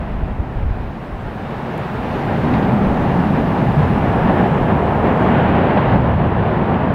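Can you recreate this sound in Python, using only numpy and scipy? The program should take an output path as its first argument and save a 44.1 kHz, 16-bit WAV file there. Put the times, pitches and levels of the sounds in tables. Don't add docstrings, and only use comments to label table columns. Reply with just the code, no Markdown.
import sys
import numpy as np
from scipy import signal
from scipy.fft import rfft, irfft, next_fast_len
from scipy.io import wavfile
from scipy.ndimage import uniform_filter1d, map_coordinates

SR = 44100
rng = np.random.default_rng(int(sys.argv[2]) if len(sys.argv) > 2 else 0)


def master(y):
    cut = np.clip(np.atleast_2d(y).T, -1, 1)
    pcm = np.round(cut * 32767)
    wavfile.write(sys.argv[1], SR, pcm.astype(np.int16))


N = 306054

# freq_hz, level_db
RUMBLE_SPECTRUM = [(25, -30.5), (45, -11.5), (65, 1), (95, 2.5), (125, -7), (170, -19), (300, -66.5)]
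RUSH_SPECTRUM = [(150, -20), (280, -4), (370, 0), (480, -2), (600, -2), (800, -1), (1000, -5.5),
                 (1250, -12.5), (1800, -18), (3000, -46)]
SPATTER_SPECTRUM = [(600, -31), (1100, -4.5), (1700, -5.5), (2100, -9.5), (2800, -13), (3500, -21.5),
                    (4500, -35), (7000, -77)]
SPRAY_SPECTRUM = [(1500, -21), (2800, -13), (3700, -4), (5000, -13), (6500, -30.5), (9000, -50)]
BUFFET_SPECTRUM = [(10, -26), (24, -1), (33, -0.5), (42, 2), (52, 0), (62, -4), (90, -8), (150, -28),
                   (300, -58.5)]
HISS_SPECTRUM = [(2000, -33), (5000, -0.5), (7500, -6), (10000, -7.5), (13000, -9), (16000, -9)]
# freq_hz, level_db
BOOM_SPECTRUM = [(60, -34), (100, -11.5), (140, -1.5), (170, 1), (205, -1.5), (260, -10), (400, -30),
                 (800, -64)]

# time_s, rush_db, boom_db, spatter_db, spray_db
JET_LEVELS = [(0, -31.5, -27, -39.5, -61), (.45, -32, -29.5, -43, -62.5), (.95, -33, -31, -42, -59.5),
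              (1.6, -28, -28, -37.5, -55), (2.15, -24, -23, -33, -51), (2.55, -21, -16, -31.5, -51),
              (2.75, -20.5, -16, -33, -52.5), (3.0, -21, -17.5, -32.5, -52.5),
              (3.35, -21, -17.5, -33, -52.5), (3.7, -21, -17.5, -34, -52), (4.0, -20, -17, -30.5, -53.5),
              (4.36, -18, -18, -32.5, -56), (4.5, -20, -18, -32, -58), (4.8, -18, -19.5, -31.5, -57),
              (5.15, -17, -18, -31, -56), (5.35, -15.5, -15.5, -27.5, -55), (5.55, -17, -16.5, -27, -56),
              (5.79, -16, -17, -28, -53.5), (5.84, -19, -17.5, -28, -55), (5.92, -17, -19, -30, -55),
              (5.98, -20, -15, -32.5, -56.5), (6.3, -20.5, -20.5, -33, -59.5), (6.55, -20, -20, -32, -59),
              (6.9, -20, -18.5, -34, -58)]
# time_s, rise_db, sigma_s
JET_RISES = [(2.55, 0.5, 0.03), (4.28, 2, .03), (4.4, 3, 0.066), (4.74, 1, .03), (5.32, 0, 0.044),
             (5.78, 2, 0.012), (5.93, 2.5, 0.015), (6.5, 1, .01)]
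JET_RISE_SHARES = [0.56, .6, 0.81, 1.1]
# rush_db, spatter_db, spray_db
TEAR_DEPTHS_DB = [0.57, 0.5, 0.5]
# time_s, rise_db, sigma_s
HEAVES = [(2.32, 4.5, 0.033), (3.85, 9.5, 0.04), (4.04, 4, 0.056), (4.94, 7.5, 0.16), (5.5, 4, 0.17),
          (5.9, 5, 0.05), (6.15, 9, 0.11), (6.4, 11.5, .06), (6.65, 3.5, 0.08), (6.83, 6.5, 0.077)]
# time_s, rise_db, sigma_s
THUMPS = [(2.86, 2, 0.033), (4.28, 2, .03), (4.74, 5, 0.026), (5.0, 2, .03), (5.33, 2.5, 0.023),
          (5.72, 1, .04), (5.96, 3, 0.021), (6.07, -0.5, .03), (6.24, 4.5, 0.023), (6.41, 3.5, .02),
          (6.5, 2, 0.018), (6.69, 3.5, 0.053)]
# time_s, upper_band_power_share (0-1)
BOOM_DRIFT = [(0, 0.54), (2.2, 0.47), (2.55, 0.87), (2.9, 0.8), (3.1, 0.3), (3.3, 0.8), (3.55, .85),
              (3.7, 0.2), (4.05, 0.53), (4.3, 0.6), (4.7, 0.56), (5.0, .4), (5.3, 0.75), (5.7, 0.57),
              (6.05, 0.32), (6.4, 0.23), (6.6, 0.6), (6.94, 0.4)]
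# time_s, peak_db, pitch_hz, sigma_s
THROBS = [(2.547, -16.5, 215, 0.022), (2.68, -14.5, 195.3, .03), (2.727, -17, 125, .025),
          (3.102, -13.5, 140, 0.033), (3.212, -13.5, 175, 0.027), (3.358, -14, 154.8, 0.024),
          (3.527, -18, 210, 0.027), (3.66, -17, 136, 0.033), (3.802, -12, 150, 0.024),
          (4.41, -13, 175, .03)]

# time_s, peak_db, sigma_s
WIND_SWELLS = [(0.03, -29, 0.054), (0.17, -28, 0.015), (0.238, -27, 0.011), (0.32, -34, 0.031),
               (0.403, -12, 0.0072), (0.58, -17.5, 0.013), (.618, -23, .013), (0.662, -16.5, 0.019),
               (0.712, -19.5, 0.013), (.79, -29, 0.026), (0.86, -29.5, 0.023), (1.136, -27, 0.017),
               (1.286, -32, 0.03), (2.02, -36, 0.044), (2.157, -37.5, 0.024), (2.893, -23, 0.023),
               (3.95, -36, 0.053), (4.225, -29, .04), (4.626, -26, 0.032), (4.924, -37, 0.021),
               (5.48, -33.5, 0.069), (5.98, -35, 0.037), (6.27, -37, 0.069), (6.59, -37.5, 0.031)]
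# time_s, level_db
BREEZE_LEVEL = [(0, -27), (.45, -30.5), (.8, -32.5), (.95, -34), (1.8, -43.5), (2.7, -29), (4.3, -39),
                (4.8, -48), (6.9, -43)]
# time_s, level_db
HISS_LEVEL = [(0, -66.5), (.6, -67), (1.7, -60), (2.2, -57.5), (4.35, -58), (4.6, -60), (5.25, -60.5),
              (5.9, -65.5), (6.15, -67)]
# time_s, level_db, low_hz, high_hz, top_minus_bottom_db, rise_and_decay_s
TICKS = [(1.7788, -37, 5000, 15500, 5, .0002), (1.7843, -52, 7000, 11000, 0, .0003),
         (2.537, -23, 1950, 4600, -18, 0.002), (2.552, -38, 3000, 4730, -8, .003),
         (2.628, -35, 2800, 5000, -10, .002), (2.646, -34.5, 2800, 3820, -3, 0.0018),
         (3.791, -37, 2390, 4020, -6, .002), (5.77, -15, 500, 614, 1, .006),
         (5.774, -24.5, 1490, 3800, -14, 0.0048), (6.742, -29, 2170, 3760, -16, 0.0018)]

RUMBLE_RE_BOOM_DB, RUMBLE_WOBBLE_DB = -10.5, 0.4
BOOM_SHIFT_RATIO = 1.21
FLUTTER_DB, WIND_RUMBLE_RE_BUFFET_DB = 2.5, -5.5
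TICK_PHASE_SCATTER_CYCLES = 0.4 * 2 * np.pi
TOP_HZ = 15720


def amp(db):
    return 10 ** (np.asarray(db) / 20)


def unit(x):
    return x / np.sqrt(np.mean(x ** 2) + 1e-20)


def curves(rows):
    time_s, *columns = np.transpose(rows)
    return [np.interp(np.arange(N) / SR, time_s, column) for column in columns]


def wobble(rate_hz):
    knots = rng.standard_normal(int(N * rate_hz / SR) + 4)
    return map_coordinates(knots, [np.arange(N) * rate_hz / SR])


def swells(rows):
    coarse_s = np.arange(0, N, 64) / SR
    centre_s, height, sigma_s = np.transpose(rows)[..., None]
    bells = height * np.exp(-0.5 * ((coarse_s - centre_s) / sigma_s) ** 2)
    return np.interp(np.arange(N) / SR, coarse_s, np.sum(bells, axis=0))


def filtered(x, response):
    size = next_fast_len(N + 8192)
    freq_hz = np.fft.rfftfreq(size, 1 / SR)
    return irfft(rfft(x, size) * response(freq_hz), size)[..., :N]


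def coloured(x, spectrum):
    points_hz, points_db = np.transpose(spectrum)

    def response(hz):
        return amp(np.interp(np.log(hz + 1), np.log(points_hz), points_db, -120, -120))

    return unit(filtered(x, response))


def evened(x, span_s, share):
    span = int(span_s * SR)
    power = np.abs(uniform_filter1d(uniform_filter1d(x ** 2, span), span))
    return unit(x / (power + 1e-6) ** (np.clip(share, 0, 1) / 2))


def turbulence(patchy_db):
    grid = signal.stft(rng.standard_normal(N), nperseg=1024)[2]
    patches = uniform_filter1d(rng.standard_normal(grid.shape), size=10, axis=0)
    patches = uniform_filter1d(patches, size=8, axis=1)
    return signal.istft(grid * amp(patchy_db * unit(patches)), nperseg=1024)[1][:N]


def patter(count, spread_db):
    when, size = rng.random((count, 2)).T
    blows = amp(-spread_db * np.log(size + 1e-9)) * rng.choice([-1, 1], count)
    return unit(np.bincount((when * N).astype(int), blows, N))


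def drifting_boom():
    upper_share = np.clip(curves(BOOM_DRIFT)[0], 0, 1)
    low, high = (coloured(turbulence(patchy_db=1.0), np.multiply(BOOM_SPECTRUM, [ratio, 1]))
                 for ratio in (1 / BOOM_SHIFT_RATIO, BOOM_SHIFT_RATIO))
    mix = np.sqrt(1 - upper_share) * low + np.sqrt(upper_share) * high
    return evened(mix, span_s=0.06, share=0.57)


def fountain():
    layer_rises_db = np.outer(JET_RISE_SHARES, swells(JET_RISES))
    rush_db, boom_db, spatter_db, spray_db = curves(JET_LEVELS) + layer_rises_db
    rumble_db = boom_db + RUMBLE_RE_BOOM_DB + swells(HEAVES) + RUMBLE_WOBBLE_DB * wobble(8.1)
    surge_db = wobble(7.9)
    rush_tear_db, spatter_tear_db, spray_tear_db = np.outer(TEAR_DEPTHS_DB, wobble(30))

    rumble_noise = coloured(rng.standard_normal(N), RUMBLE_SPECTRUM)
    rumble = amp(rumble_db) * evened(rumble_noise, span_s=0.039, share=0.94)

    boom = amp(boom_db + swells(THUMPS) + 0.5 * surge_db) * drifting_boom()

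    rush_noise = coloured(turbulence(patchy_db=0.32), RUSH_SPECTRUM)
    rush = amp(rush_db + 0.14 * surge_db + rush_tear_db) * rush_noise

    wash = unit(turbulence(patchy_db=0.1)) + 0.38 * patter(count=6000, spread_db=2.0)
    spatter_gain = amp(spatter_db + 0.32 * surge_db + spatter_tear_db)
    spatter = spatter_gain * coloured(wash, SPATTER_SPECTRUM)

    spray_noise = coloured(turbulence(patchy_db=0.7), SPRAY_SPECTRUM)
    spray = amp(spray_db + 0.55 * surge_db + spray_tear_db) * spray_noise
    return rumble + boom + throbs() + rush + spatter + spray


def wind():
    breeze_db, = curves(BREEZE_LEVEL)
    breeze = amp(breeze_db + FLUTTER_DB * wobble(5.9))
    brief = swells([(time_s, amp(peak_db), sigma_s) for time_s, peak_db, sigma_s in WIND_SWELLS])
    deep, higher = (evened(coloured(rng.standard_normal(N), spectrum), span_s=0.061, share=0.7)
                    for spectrum in (BUFFET_SPECTRUM, RUMBLE_SPECTRUM))
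    return (breeze + brief) * (deep + amp(WIND_RUMBLE_RE_BUFFET_DB) * higher)


def hiss():
    hiss_db, = curves(HISS_LEVEL)
    return amp(hiss_db) * coloured(turbulence(patchy_db=1.5), HISS_SPECTRUM)


def ticks():
    out = np.zeros(N + SR)
    t = np.arange(SR // 10) / SR
    place = np.linspace(0, 1, 16)[:, None]
    phases_cycles = TICK_PHASE_SCATTER_CYCLES * rng.random((len(TICKS), len(place), 1))
    for (time_s, level_db, low_hz, high_hz, tilt_db, rise_s), phase_cycles in zip(TICKS, phases_cycles):
        gains = amp(tilt_db * place)
        partials_hz = low_hz * (high_hz / low_hz) ** place
        partials = gains * np.sin(2 * np.pi * (partials_hz * (t - rise_s) + phase_cycles))
        burst = np.sum(partials, axis=0) / np.linalg.norm(gains)
        envelope = np.e * t / rise_s * np.exp(-t / rise_s)
        out[round(time_s * SR):][:len(t)] += amp(level_db) * envelope * burst
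    return out[:N]


def throbs():
    t = np.arange(N) / SR
    out = np.zeros(N)
    phases_rad = 2 * np.pi * rng.random(len(THROBS))
    for (time_s, peak_db, pitch_hz, sigma_s), phase_rad in zip(THROBS, phases_rad):
        swell = swells([(time_s, amp(peak_db), sigma_s)])
        out += swell * np.sin(2 * np.pi * pitch_hz * t + phase_rad)
    return out


def scene():
    return (fountain() + wind() + hiss() + ticks())[None]


def record(dry):
    return filtered(dry, lambda hz: hz < TOP_HZ)


dry = scene()
out = record(dry)
master(out)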